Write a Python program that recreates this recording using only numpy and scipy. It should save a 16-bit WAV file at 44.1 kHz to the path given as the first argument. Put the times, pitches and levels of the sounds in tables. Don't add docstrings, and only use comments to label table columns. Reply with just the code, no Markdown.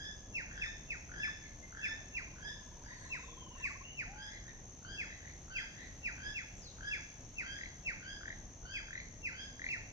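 import sys
import numpy as np
from scipy import signal
from scipy.fft import rfft, irfft
from scipy.io import wavfile

SR = 44100
rng = np.random.default_rng(int(sys.argv[2]) if len(sys.argv) > 2 else 0)


def generate_wav(sig):
    pcm = np.round(np.clip(np.atleast_2d(sig).T, -1, 1) * 32767).astype(np.int16)
    wavfile.write(sys.argv[1], SR, pcm)


N = 437472
TIME = np.arange(N) / SR

# onset t/s, duration/s, final f/Hz, level/dB
YELP_CALLS = [(-.1, .2, 1727, -48), (0.49, .22, 1790, -46), (1.095, 0.21, 1761, -42),
              (1.727, 0.2, 1781, -42.5), (2.362, .17, 1745, -48), (4.138, 0.14, 1693, -48.5),
              (4.827, .15, 1663, -49.5), (5.482, 0.15, 1664, -48.5), (6.158, 0.17, 1723, -46.5),
              (6.786, 0.15, 1716, -44.5), (7.412, .16, 1672, -47.5), (8.007, .15, 1674, -48),
              (8.632, 0.15, 1653, -50), (9.31, 0.14, 1663, -51)]
# f/Hz, level/dB
CHORUS_SPECTRUM = [(5250, -61.5), (5550, -13), (5850, -10), (6150, -6.5), (6380, -8), (6620, -6.5),
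                   (6800, -13.5), (7050, -56)]
# f/Hz, level/dB
RUMBLE_SPECTRUM = [(15, -27), (25, 3), (96, -2.5), (318, -14), (403, -18), (690, -18.5), (1090, -25.5),
                   (1400, -37), (1820, -66), (3080, -120)]
# f/Hz, level/dB
HISS_SPECTRUM = [(700, -27), (1200, -0.5), (1800, 1), (2500, 0.5), (4000, -2.5), (5300, -5.5),
                 (7000, -13.5), (8000, -9.5), (9000, -28), (12500, -18.5)]
# mid-fall t/s, level/dB, fall rate/(Hz/s), lead-in level re the chirp/dB
CHIRP_CALLS = [(0.383, -32.5, 25100, -2.5), (0.6357, -34.5, 31200, -25), (0.9227, -34, 28500, -16),
               (1.2495, -33, 33800, -19), (1.8619, -34, 27500, -4), (2.1787, -33.5, 32200, -9),
               (3.144, -34.5, 29400, -5), (3.659, -30.5, 26500, -12), (4.0055, -33.5, 29400, -11),
               (5.015, -35, 28400, -3.5), (5.5828, -33, 26600, -6.5), (6.0717, -32, 28500, -10.5),
               (6.385, -34, 25800, -5), (6.945, -32.5, 26600, -8.5), (7.405, -34, 27200, -11),
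               (7.887, -32, 28500, -10.5), (8.7736, -34, 29800, -8), (9.2709, -33, 27400, -10),
               (9.7333, -33.5, 26400, -2)]
# onset t/s, duration/s, nominal final f/Hz, level/dB, direct-path gain/dB
RATTLE_CALLS = [(1.413, 0.063, 2280, -48, 1), (2.839, 0.11, 2017, -41.5, -2.5),
                (2.994, 0.069, 1968, -42.5, -6), (3.552, 0.069, 1984, -42, -10),
                (4.265, 0.11, 2134, -42.5, -2), (4.458, 0.047, 2040, -40.5, -5),
                (5.081, 0.061, 2027, -41.5, 1), (5.206, .097, 2020, -45.5, 2), (5.737, .12, 2075, -41, -8),
                (7.566, 0.1, 2110, -42, 8), (8.211, 0.12, 1930, -41, 7.5), (8.885, 0.12, 2033, -39, 6),
                (9.596, 0.11, 2174, -38, 9)]
# onset t/s, duration/s, first f/Hz, last f/Hz, glide curvature, level/dB, peak time/duration
WHISTLE_CALLS = [(1.624, .04, 2130, 2020, .2, -55, 0.42), (2.819, 0.82, 5040, 2578, 0.52, -62, 0.97),
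                 (2.921, .53, 9100, 6700, 1.2, -76, 0.78), (3.047, 0.61, 473, 476, 1, -67, 0.45),
                 (3.575, .2, 8300, 7300, 4, -70, .55), (3.835, 0.12, 2645, 2920, 5.3, -51, 0.17),
                 (4.06, .265, 613, 861, 6.94, -53.5, 0.29), (6.569, .145, 8060, 3480, 2, -58, 0.61)]
# t/s, note rate/Hz, f/Hz, level/dB
TRILL_COURSE = [(2.155, 15.5, 1020, -59.5), (2.878, 20.8, 936, -54), (3.2, 22.24, 1068, -49),
                (3.5, 21.69, 1014, -50.5), (3.7, 20.04, 1114, -45), (3.83, 17, 1063, -46.5)]
# f/Hz, correlation coefficient
COHERENCE = [(30, 0.86), (100, 0.99), (250, 0.93), (500, 0.83), (900, 0.52), (1600, 0.41), (12000, 0.14)]
# f/Hz, T60/s
FOREST_T60 = [(800, 0.46), (1700, 0.8), (2600, 0.75), (5000, 0.87), (9000, 0.26)]


def amp(db):
    return 10 ** (np.asarray(db) / 20)


def unit(x):
    return x / np.sqrt(np.mean(x ** 2) + 1e-20)


def read(points, hz):
    f, value = np.transpose(points)
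    return np.interp(np.log(hz + 1), np.log(f + 1), value)


def add(mix, s, sound):
    start = round(s * SR)
    sound = sound[max(-start, 0):]
    part = mix[max(start, 0):][:len(sound)]
    part += sound[:len(part)]


def wander(size, bandwidth_hz):
    hz = np.fft.rfftfreq(size + SR, 1 / SR)
    return unit(irfft(rfft(rng.standard_normal(size + SR)) * np.exp(-(hz / bandwidth_hz) ** 2)))[:size]


def angle(hz):
    return 2 * np.pi * np.cumsum(hz) / SR


def diffuse_noise(spectrum):
    hz = np.fft.rfftfreq(N, 1 / SR)
    left, other = rfft(rng.standard_normal((2, N)))
    same = read(COHERENCE, hz)
    right = same * left + np.sqrt(1 - same ** 2) * other
    return unit(irfft(np.array([left, right]) * amp(read(spectrum, hz)), N))


def yelps(scoop=.14, pulse_hz=43, nasal_db=-49.5):
    tone, nasal = np.zeros((2, N))
    for s, length, top_hz, db in YELP_CALLS:
        t = np.arange(-.008, length + .03, 1 / SR)
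        progress = np.clip(t / length, 0, 1)
        stutter_s = .0506 * 2 ** ((top_hz - 1701) / 58.8)
        apart = np.clip(1 - t / stutter_s, 0, 1)
        jitter = (.018 + .05 * apart) * wander(len(t), 400)
        phase = angle(top_hz * (1 - scoop * (1 - progress) ** 1.7) * (1 + jitter))
        cycles = pulse_hz * t + 250 * np.maximum(t, 0) ** 3
        sharpness = 14 * apart ** 1.3 + .12
        pulses = (1 + 4.2 * apart * (1 - apart)) * np.exp(sharpness * (np.cos(2 * np.pi * cycles) - 1))
        swell = amp(np.interp(progress, [0, .4, .7, 1], [-7, -3.5, 0, -7]) + 2 * wander(len(t), 190))
        fade = np.clip((t[-1] - t) / .034, 0, 1) * np.clip((t - t[0]) / .0068, 0, 1)
        level = swell * pulses * fade
        overtones = sum(gain * np.sin(k * phase)
                        for k, gain in enumerate(amp([2, -2.5, -23.5, -28.5, -35]), 2))
        dull_db = 11 * (1 - progress) ** 2 + 7 * apart
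        add(tone, s + t[0], amp(db) * level * np.sin(phase))
        add(nasal, s + t[0], amp(nasal_db - dull_db) * level * overtones)
    return tone, nasal


def insects(stroke_hz=74.7, shrill_hz=6345):
    stroke = angle(stroke_hz * (1 + .003 * wander(N, 2))) / (2 * np.pi) % 1
    phase = angle(6600 - 1250 * stroke ** 1.5 + 130 * wander(N, 500))
    level = np.sin(np.pi * stroke) ** 2 * np.exp(-2.2 * stroke) * (1 + .45 * wander(N, 260))
    body = signal.butter(4, [5500, 6750], "bandpass", fs=SR, output="sos")
    buzz = unit(signal.sosfilt(body, level * np.sin(phase)))
    shrill = np.array([unit((1 + .4 * wander(N, 20)) * np.sin(angle(shrill_hz + 26 * wander(N, 60))))
                       for _ in range(2)])
    near = amp(-4) * direct_path(buzz, lag_ms=.2, left_db=5)
    far = (diffuse_noise(CHORUS_SPECTRUM) + amp(-5) * shrill) * amp([[-2.6], [-4.8]])
    return amp(-58 + .3 * wander(N, 2)) * (near + far)


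def rumble_and_hiss():
    rumble = amp(-53.5 + .99 * wander(N, 7)) * diffuse_noise(RUMBLE_SPECTRUM)
    hiss = amp(-68 + .9 * wander(N, .6)) * diffuse_noise(HISS_SPECTRUM)
    return rumble + hiss


def chirps(usual_top_hz=2693, usual_fall_hz_per_s=28400, knee_hz=90):
    tone, overtones = np.zeros((2, N))
    t = np.arange(-.055, .048, 1 / SR)
    note_t = np.arange(0, .05, 1 / SR)
    low_note = np.hanning(len(note_t)) * np.sin(angle(930 - 1500 * note_t))
    corners_s = [-.055, -.04, -.026, -.015, .002, .018, .036, .047]
    rough_db = np.interp(t, [t[0], 0], [1.5, 2.23])
    for s, db, fall, lead_db in CHIRP_CALLS:
        top_hz = usual_top_hz * (1 + .00787 * rng.standard_normal())
        plunge_hz = 2200 - fall * t * (1 - 3 * np.maximum(t, 0))
        hz = top_hz - knee_hz * np.logaddexp(0, (top_hz - plunge_hz) / knee_hz)
        phase = angle(hz * (1 + .0094 * wander(len(t), 300)))
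        end_db = -10 - 11.5 * (fall / usual_fall_hz_per_s - 1)
        corners_db = [-40, lead_db - 13, lead_db, -.7, -3.3, end_db, end_db - 13, -50]
        level = amp(db + np.interp(t, corners_s, corners_db) + rough_db * wander(len(t), 150))
        harmonics = amp(-19.5) * np.sin(2 * phase) + amp(-35.5) * np.sin(3 * phase)
        add(tone, s + t[0], level * np.sin(phase))
        add(overtones, s + t[0], level * (hz / top_hz) ** 3 * harmonics)
        add(tone, s + .035, amp(db + end_db - 19.5) * low_note)
    return tone, overtones


def rattles(pulse_hz=43, climb=.17):
    through_leaves, whole = np.zeros((2, N))
    for s, length, last_hz, db, direct_db in RATTLE_CALLS:
        t = np.arange(-.002, length, 1 / SR)
        width_s = np.interp(t, [0, length], [.0015, .0031])
        age = (t - t[0]) % (1 / pulse_hz) / width_s
        pulses = age ** 2 * np.exp(2 - 2 * age) + .041
        hz = last_hz * (1 - climb * (1 - t / length))
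        droop = .29 * (np.exp(-age) - .3)
        phase = angle(hz * (1 + droop + .044 * wander(len(t), 530)))
        swell_db = np.interp(t / length, [0, .65, 1], [-8, -1, -5.5])
        level = amp(db + swell_db) * pulses * signal.windows.tukey(len(t), .04)
        first, second, third = (level * np.sin(k * phase) for k in (1, 2, 3))
        add(through_leaves, s + t[0], amp(direct_db) * (first + amp(-28) * second))
        add(whole, s + t[0], first + amp(-11.5) * second + amp(-21) * third)
    return through_leaves, whole


def whistles():
    out = np.zeros(N)
    for s, length, first_hz, last_hz, bend, db, peak in WHISTLE_CALLS:
        progress = np.arange(0, length, 1 / SR) / length
        size = len(progress)
        hz = first_hz + (last_hz - first_hz) * np.expm1(-bend * progress) / np.expm1(-bend)
        swell_db = np.interp(progress, [0, min(peak, .95), 1], [-7, 0, -10])
        quaver = np.sqrt(hz.mean() / 4000)
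        phase = angle(hz * (1 + .02 * quaver * wander(size, 200)))
        flutter_db = 2.5 * quaver * wander(size, 35)
        add(out, s, amp(db + swell_db + flutter_db) * np.sin(phase) * signal.windows.tukey(size, .08))
    return out


def trill(note_s=.03, rise_hz_per_s=7500, scatter_hz=35):
    out = np.zeros(N)
    t = np.arange(-note_s / 2, note_s / 2, 1 / SR)
    slur_hz = rise_hz_per_s * t - 200000 * t ** 2
    when, rate, pitch_hz, level_db = np.transpose(TRILL_COURSE)
    clock = np.arange(when[0], when[-1], 1 / SR)
    note_count = np.cumsum(np.interp(clock, when, rate)) / SR
    for s in np.interp(np.arange(note_count[-1]), note_count, clock):
        hz = np.interp(s, when, pitch_hz) + scatter_hz * rng.standard_normal()
        db = np.interp(s, when, level_db) - 3.5 + rng.standard_normal()
        add(out, s + t[0], amp(db) * np.hanning(len(t)) * np.sin(angle(hz + slur_hz)))
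    return out


def direct_path(x, lag_ms, left_db):
    hz = np.fft.rfftfreq(N, 1 / SR)
    late = irfft(rfft(x) * np.exp(-2j * np.pi * hz * lag_ms / 1000), N)
    return np.array([late, x]) * amp([[left_db / 2], [-left_db / 2]])


def forest(x, echoes_per_s=3000, build_s=.0012, foliage_s=.043):
    leaves = signal.butter(2, 1050, "highpass", fs=SR, output="sos")
    x = signal.sosfilt(leaves, x)
    out = np.zeros((3, N))
    for k in range(3):
        echoes = rng.standard_normal((3, SR)) * (rng.random((3, SR)) < echoes_per_s / SR)
        hz, t, spectra = signal.stft(echoes, SR, nperseg=256)
        decay = amp(-60 * t / read(FOREST_T60, hz)[:, None]) + amp(3) * np.exp(-t / foliage_s)
        tail = signal.istft(spectra * decay * (1 - np.exp(-t / build_s)), SR, nperseg=256)[1]
        sway = np.sqrt(2 / 3) * np.cos(2 * np.pi * (.27 * TIME + k / 3))
        out += signal.oaconvolve((x * sway)[None], tail / np.linalg.norm(tail[0]), axes=1)[:, :N]
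    return amp(-2.5) * direct_path(out[2], lag_ms=.16, left_db=-1) + amp(-1.5) * out[:2]


def scene():
    chirp, chirp_overtones = chirps()
    rattle_direct, rattle = rattles()
    yelp, nasal = yelps()
    whistle, far_trill = whistles(), trill()
    direct = (direct_path(chirp + amp(-4.5) * chirp_overtones, lag_ms=.15, left_db=0)
              + direct_path(amp(1) * yelp + rattle_direct, lag_ms=.16, left_db=2)
              + direct_path(amp(-4) * nasal, lag_ms=.19, left_db=-4)
              + direct_path(far_trill + whistle, lag_ms=.12, left_db=2.5))
    into_foliage = (amp(-5.5) * chirp + amp(-1) * chirp_overtones + amp(1.5) * yelp + amp(-.5) * nasal
                    + amp(-.5) * rattle + amp(-8) * far_trill + amp(-1) * whistle)
    return direct + forest(into_foliage) + insects() + rumble_and_hiss()


def record(dry, cutoff_hz=12750):
    lowpass = signal.firwin(511, cutoff_hz, window=("kaiser", 9), fs=SR)
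    return signal.oaconvolve(dry, lowpass[None], "same")


dry = scene()
out = record(dry)
generate_wav(out)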